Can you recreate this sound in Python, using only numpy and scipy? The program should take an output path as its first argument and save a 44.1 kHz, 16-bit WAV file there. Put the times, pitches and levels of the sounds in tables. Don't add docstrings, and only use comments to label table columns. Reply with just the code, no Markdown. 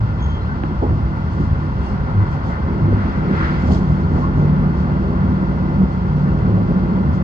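import sys
import numpy as np
from scipy import signal
from scipy.fft import rfft, irfft
from scipy.io import wavfile
from scipy.ndimage import uniform_filter1d

SR = 44100
rng = np.random.default_rng(int(sys.argv[2]) if len(sys.argv) > 2 else 0)


def int16_out(signal):
    q = np.round(np.clip(np.atleast_2d(signal).T, -1, 1) * 32767)
    wavfile.write(sys.argv[1], SR, q.astype(np.int16))


N = 318843
TIME, HZ = np.arange(N) / SR, np.fft.rfftfreq(N, 1 / SR)

# centre_hz, width_hz, lift_db
WHEEL_RESONANCES = [(1342, 14, 4), (1410, 110, 8), (1525, 16, 4), (1787, 22, 6), (2010, 40, 5),
                    (2088, 14, 5), (2720, 150, 3), (3290, 160, 5.5), (4420, 70, 5.5)]
# middle_s, rumble_lift_db, drumming_lift_db
BRIEF_LIFTS = [(.36, 1.5, 0.5), (.64, -1.5, 0.5), (.92, 3, 1), (1.42, 1, 1), (1.52, 5.5, 0.5),
               (2.12, 2.5, 3), (2.88, 0.5, 1), (3.3, -5.5, 4), (3.71, 7.5, 5), (4.19, 6, 2),
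               (4.44, -1, 2.5)]
LIFT_HALF_S = 0.032


def amp(db):
    return 10 ** (np.asarray(db) / 20)


def evened(x):
    return x / np.sqrt(np.mean(x ** 2) + 1e-20)


def curve(rows):
    return np.interp(TIME, *np.transpose(rows))


def over_frequency(points):
    hz, value = np.transpose(points)
    return np.interp(np.log(HZ + 1), np.log(hz + 1), value)


def wander(rate_hz):
    noise = rfft(rng.standard_normal(N))
    return evened(irfft(noise / (1 + (HZ / rate_hz) ** 4), N))


def swell(middle_s, half_s):
    return np.exp(-np.minimum(((TIME - middle_s) / half_s) ** 2 / 2, 40))


def swells(rows):
    return sum(amp(db) * swell(middle_s, half_s) for middle_s, half_s, db in rows)


def microphones(x, diffuse=None):
    # frequency_hz, likeness (0-1)
    likeness = [(40, .96), (200, .98), (330, .92), (410, .8), (480, .6), (900, .64), (1150, .45),
                (1430, .75), (1800, .25), (3200, .4), (5000, .25)]
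    # frequency_hz, lag_rad
    left_lag = [(30, .15), (70, .25), (120, .4), (330, .55), (510, 1), (620, 1.7), (820, 1.95),
                (1000, 1.65), (1350, 3), (1800, 2.8), (2200, 6), (4000, 10.6), (6000, 16.5), (9000, 24.5)]
    # frequency_hz, difference_db
    left_tilt = [(30, 1.4), (100, 0), (300, -.7), (550, -2.4), (1000, 0), (1450, 2.7), (2600, 2.6),
                 (4500, .8), (6000, 1), (8000, 3)]
    soft_ends = signal.windows.tukey(N, .002)
    right = left = rfft(x * soft_ends)
    if diffuse is not None:
        same = np.clip(over_frequency(likeness), 0, 1)
        left = same * right + np.sqrt(1 - same ** 2) * rfft(diffuse * soft_ends)
    tilt = amp(over_frequency(left_tilt) / 2)
    left = left * np.exp(-1j * over_frequency(left_lag))
    return irfft(np.array([left * tilt, right / tilt]), N)


def field(spectrum, resonances=()):
    db = over_frequency(spectrum)
    for centre_hz, width_hz, lift_db in resonances:
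        db = db + lift_db / (1 + (2 * (HZ - centre_hz) / width_hz) ** 2)
    lining = np.maximum(HZ / spectrum[-1][0], 1) ** -10
    noise = rfft(rng.standard_normal((2, N)))
    pair = microphones(*irfft(noise * amp(db) * lining, N))
    return pair / pair.mean(0).std()


def ringing(rows, stray_share, stray_rate_hz, flutter_db):
    stray = 1 + stray_share * wander(stray_rate_hz)
    out = np.zeros(N)
    for middle_s, hz, half_s, db, glide_hz_per_s in rows:
        near = abs(TIME - middle_s) < 4 * half_s
        pitch = (hz + glide_hz_per_s * (TIME[near] - middle_s)) * stray[near]
        tone = np.sin(2 * np.pi * np.cumsum(pitch) / SR)
        out[near] += amp(db) * swell(middle_s, half_s)[near] * tone
    flutter = evened(amp(flutter_db * wander(stray_rate_hz)))
    return microphones(np.sqrt(2) * out * flutter)


def hiss():
    # frequency_hz, relative_level_db_per_hz
    hiss_spectrum = [(1200, -15.5), (2600, 4), (3800, -1), (4600, 0), (5400, -2.5), (6300, -10.5),
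                     (8000, -18.5), (9500, -28.5)]
    return field(hiss_spectrum, WHEEL_RESONANCES) * amp(-55 + .5 * wander(25))


def bogie_rumble():
    # frequency_hz, relative_level_db_per_hz
    rumble_spectrum = [(10, -41), (24, -20), (35, -8), (50, 2), (70, 4.5), (100, 2), (123, -3.5),
                       (145, -0.5), (200, -17.5), (320, -37)]
    lift_db = sum(db * swell(s, LIFT_HALF_S) for s, db, _ in BRIEF_LIFTS)
    return field(rumble_spectrum) * amp(-20.5 + lift_db)


def floor_drumming():
    # frequency_hz, relative_level_db_per_hz
    panel_spectrum = [(90, -34), (140, -5), (185, 1), (215, -0.5), (275, -10.5), (330, -11), (400, -14),
                      (480, -17.5), (650, -22), (1200, -28)]
    # centre_hz, width_hz, lift_db
    panel_resonances = [(186, 14, 2), (251, 14, 7.5), (329, 14, 8.5), (402, 25, 5), (528, 14, 7),
                        (556, 12, 7), (632, 24, 6)]
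    # time_s, lift_db
    slow_lift = [(0, -4), (2.4, -2.5), (2.75, 1.5), (3.55, 1), (4.4, 2.5), (5.2, 1.9), (5.6, 2.5),
                 (6.1, -0.2), (6.65, 5), (7.23, 2)]
    middling_db, surge_db, surge_rate_hz = -24.5, 1.0, 17
    brief_lift_db = sum(db * swell(s, LIFT_HALF_S) for s, _, db in BRIEF_LIFTS)
    surges_db = surge_db * wander(surge_rate_hz)
    level_db = middling_db + curve(slow_lift) + brief_lift_db + surges_db
    return field(panel_spectrum, panel_resonances) * amp(level_db)


def drive():
    shaft_orders = [(4, 1), (5, 0)]
    # time_s, turns_per_s
    shaft_speed = [(0, 37.8), (4.5, 37.5), (7.23, 36.2)]
    # time_s, lower_order_db, upper_order_db
    hum_levels = [(0, -32, -36), (2.5, -28.5, -34), (3.5, -28, -31), (3.9, -24.5, -25.5), (4.8, -23, -24),
                  (5.3, -25, -23.5), (5.9, -26, -23), (6.3, -24, -23), (6.85, -27, -24), (7.23, -23, -27)]
    # middle_s, half_s, lift_db
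    hum_swells = [(2.843, 0.033, 12.5), (3.893, 0.041, 8), (4.443, 0.12, 8.5), (6.174, 0.084, 7.5)]
    turns = np.cumsum(curve(shaft_speed)) / SR
    times, *levels = np.transpose(hum_levels)
    swell_db = sum(db * swell(s, half_s) for s, half_s, db in hum_swells)
    out = np.zeros(N)
    for (multiple, share), db in zip(shaft_orders, levels):
        waver_db = 1.5 * wander(2.6)
        level = amp(np.interp(TIME, times, db) + share * swell_db + waver_db)
        phase_waver = .45 * wander(4)
        out += level * np.sin(2 * np.pi * multiple * turns + phase_waver)
    return microphones(np.sqrt(2) * out)


def wheels_on_rails():
    # frequency_hz, relative_level_db_per_hz
    rail_spectrum = [(200, -13), (400, -5.5), (620, -4.5), (900, 1), (1250, -4.5), (1550, -8.5),
                     (1700, -13.5), (2080, -14), (2300, -23.5), (3000, -29.5), (4500, -36.5)]
    # time_s, level_db
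    rolling = [(0, -37), (1.5, -36.5), (2.3, -34.5), (4.7, -34.5), (6.1, -36.5), (7.23, -35.5)]
    rough_rail = amp(.6 * wander(18))
    return field(rail_spectrum, WHEEL_RESONANCES) * amp(curve(rolling)) * rough_rail


def thrown_back():
    # frequency_hz, relative_level_db_per_hz
    roadway_spectrum = [(200, -16), (500, -5), (1000, -4), (1400, 1), (1700, -2.5), (2050, -2), (2500, -13),
                        (3600, -18), (5000, -20.5), (7000, -37), (9500, -49)]
    # middle_s, half_s, level_db
    reflectors = [(2.394, 0.53, -53), (3.078, 0.092, -40.5), (3.442, 0.11, -34), (3.598, 0.12, -47.5)]
    return field(roadway_spectrum, WHEEL_RESONANCES) * swells(reflectors) * amp(.4 * wander(30))


def wheel_grind():
    # frequency_hz, relative_level_db_per_hz
    grind_spectrum = [(700, -16), (1100, -3), (1350, -1), (1500, -2.5), (1700, -6), (2050, -11),
                      (2500, -28)]
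    # middle_s, half_s, level_db
    rough_patches = [(2.55, .025, -39), (3.0, .025, -37), (3.36, .025, -38), (3.425, .022, -30),
                     (3.487, .022, -36), (6.28, .02, -39)]
    grating = evened(amp(1.8 * wander(90)))
    return field(grind_spectrum, WHEEL_RESONANCES) * swells(rough_patches) * grating


def body_booms():
    # middle_s, pitch_hz, half_s, level_db, glide_hz_per_s
    booms = [(.03, 108.2, 0.046, -15, 7), (2.2, 99.5, .035, -12, -1), (2.91, 98.9, 0.072, -15, -2),
             (4.4, 100.9, 0.029, -21.5, 1.5), (5.2, 97.2, .045, -19, -0.5), (5.805, 189.3, .028, -12, -350),
             (6.53, 105.2, 0.073, -15.5, -4)]
    return ringing(booms, stray_share=.02, stray_rate_hz=10, flutter_db=0)


def squeaking_fittings():
    # middle_s, pitch_hz, half_s, level_db, glide_hz_per_s
    squeaks = [(.236, 6490, .016, -53, 0), (.295, 6480, .045, -61, -200), (.225, 3300, .025, -45, 0),
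               (.335, 3215, .05, -45.5, 0), (.425, 4118, .028, -54, 0), (.49, 1513, .015, -33, 0),
               (.52, 1505, .007, -29, -1500), (1.88, 8080, .05, -67, -4000), (1.86, 2800, .03, -54, 0),
               (1.9, 5300, .06, -63, -1500), (4.229, 1050, .006, -30, 3000), (4.246, 1090, .008, -21, 4500),
               (4.277, 1125, .012, -33, 3000)]
    return ringing(squeaks, stray_share=.003, stray_rate_hz=120, flutter_db=3)


def window_trim():
    # frequency_hz, relative_level_db_per_hz
    rattle_spectrum = [(1200, -20), (3200, 2), (3800, 0), (4500, 2), (6500, -3), (8300, -13), (9400, -24),
                       (10000, -35), (12000, -33)]
    # centre_hz, width_hz, lift_db
    trim_resonances = [(2990, 87, 7), (3280, 67, 11), (4410, 50, 12.5), (4890, 25, 7), (5280, 80, 7),
                       (5820, 30, 7), (6720, 45, 8), (7610, 100, 3)]
    # middle_s, half_s, level_db
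    rattles = [(1.33, 0.017, -59), (1.42, 0.045, -57), (1.87, .05, -58), (2.33, 0.03, -57.5),
               (2.49, 0.039, -56), (3.63, 0.03, -56), (3.69, .02, -54), (3.72, .006, -48.5),
               (3.74, .011, -48.5), (3.768, .022, -53), (3.85, 0.14, -59), (4.2, 0.06, -58),
               (4.41, .04, -59), (4.8, 0.03, -58.5), (5.93, .025, -62), (6.21, .03, -61),
               (7.15, 0.018, -55.5)]
    chatter_db, chatter_rate_hz = 1.4, 130
    chatter = evened(amp(chatter_db * wander(chatter_rate_hz)))
    return field(rattle_spectrum, trim_resonances) * swells(rattles) * chatter


def floor_knocks():
    # start_s, level_db, ring_time_s, lowest_pitch_hz, highest_pitch_hz
    blows = [(.553, -23, .12, 150, 270), (.636, -13.5, .08, 100, 230), (.695, -18.5, .12, 100, 260),
             (.818, -19, .08, 400, 1000), (.8235, -9.5, .08, 200, 1000), (.839, -18.5, .22, 170, 1900),
             (.864, -27.5, .2, 600, 1700), (.903, -22, .15, 150, 330), (.923, -28, .15, 600, 1500),
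             (1.372, -24, .13, 200, 650), (1.398, -13.5, .17, 100, 200), (2.85, -18, .18, 100, 260),
             (2.919, -17.5, .2, 180, 500), (2.962, -21.5, .12, 100, 300), (3.25, -22, .12, 150, 450),
             (3.293, -20, .2, 180, 800), (3.684, -21, .16, 450, 1300), (3.704, -21, .22, 350, 1400),
             (3.79, -15.5, .11, 100, 240), (4.181, -22.5, .18, 300, 800), (4.376, -15, .17, 100, 170),
             (4.412, -19.5, .18, 200, 500), (5.72, -25, .18, 480, 750), (5.81, -25, .14, 420, 700),
             (6.24, -16, .14, 100, 180), (6.475, -21, .3, 380, 620), (6.565, -21, .12, 350, 600)]
    # pitch_hz, relative_level_db
    floor_modes = [(160, -7), (205, -6), (270, -4), (335, -4), (372, -2), (425, -6), (500, -6), (560, -8),
                   (640, -6), (716, -10), (818, -4), (905, -9), (1070, -11), (1220, -10), (1394, -14)]
    rise_s, blur_share = .0028, .07
    ring_reference_hz = 400
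    t = np.arange(SR // 2) / SR
    rise = 1 - np.exp(-t / rise_s)
    hz, db = np.transpose(floor_modes)[:, :, None]
    out = np.zeros(N)
    for start_s, level_db, ring_s, bottom_hz, top_hz in blows:
        noise = rng.standard_normal((len(hz), len(t)))
        stray = evened(uniform_filter1d(noise, size=400, axis=1))
        turns = rng.random(hz.shape) + np.cumsum(hz * (1 + blur_share * stray), axis=1) / SR
        weight = amp(db) / (1 + (hz / top_hz) ** 4) / (1 + (bottom_hz / hz) ** 4)
        decay = np.exp(-np.log(1000) * t / ring_s * np.sqrt(hz / ring_reference_hz))
        thud = (weight * decay * np.sin(2 * np.pi * turns)).sum(0) / np.linalg.norm(weight)
        knock = np.sqrt(2) * amp(level_db) * thud * rise
        part = out[round(start_s * SR):][:len(t)]
        part += knock[:len(part)]
    return microphones(out)


def close_tick():
    # pitch_hz, level_db, ring_time_s
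    tick_modes = [(400, -17, .018), (800, -11.5, .011), (1600, -10.5, .004), (2600, -16, .003)]
    start_s, contact_s, left_db = .6366, .00036, -20
    t = np.maximum(TIME - start_s, 0)
    snap = np.zeros(N)
    for hz, db, ring_s in tick_modes:
        decay = np.exp(-np.log(1000) * t / ring_s)
        snap += amp(db) * decay * np.sin(2 * np.pi * hz * t)
    contact = np.hanning(round(contact_s * SR))
    softened = np.convolve(snap, contact / contact.sum(), "same")
    return softened * amp([[left_db], [0]])


def scene():
    running = hiss() + bogie_rumble() + floor_drumming() + drive() + wheels_on_rails()
    crossing = thrown_back() + wheel_grind()
    carriage = body_booms() + squeaking_fittings() + window_trim()
    return running + crossing + carriage + floor_knocks() + close_tick()


def record(dry):
    edge_hz = 12400
    low_pass = signal.firwin(511, edge_hz, window=("kaiser", 9), fs=SR)
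    return signal.oaconvolve(dry, low_pass[None], "same")


dry = scene()
out = record(dry)
int16_out(out)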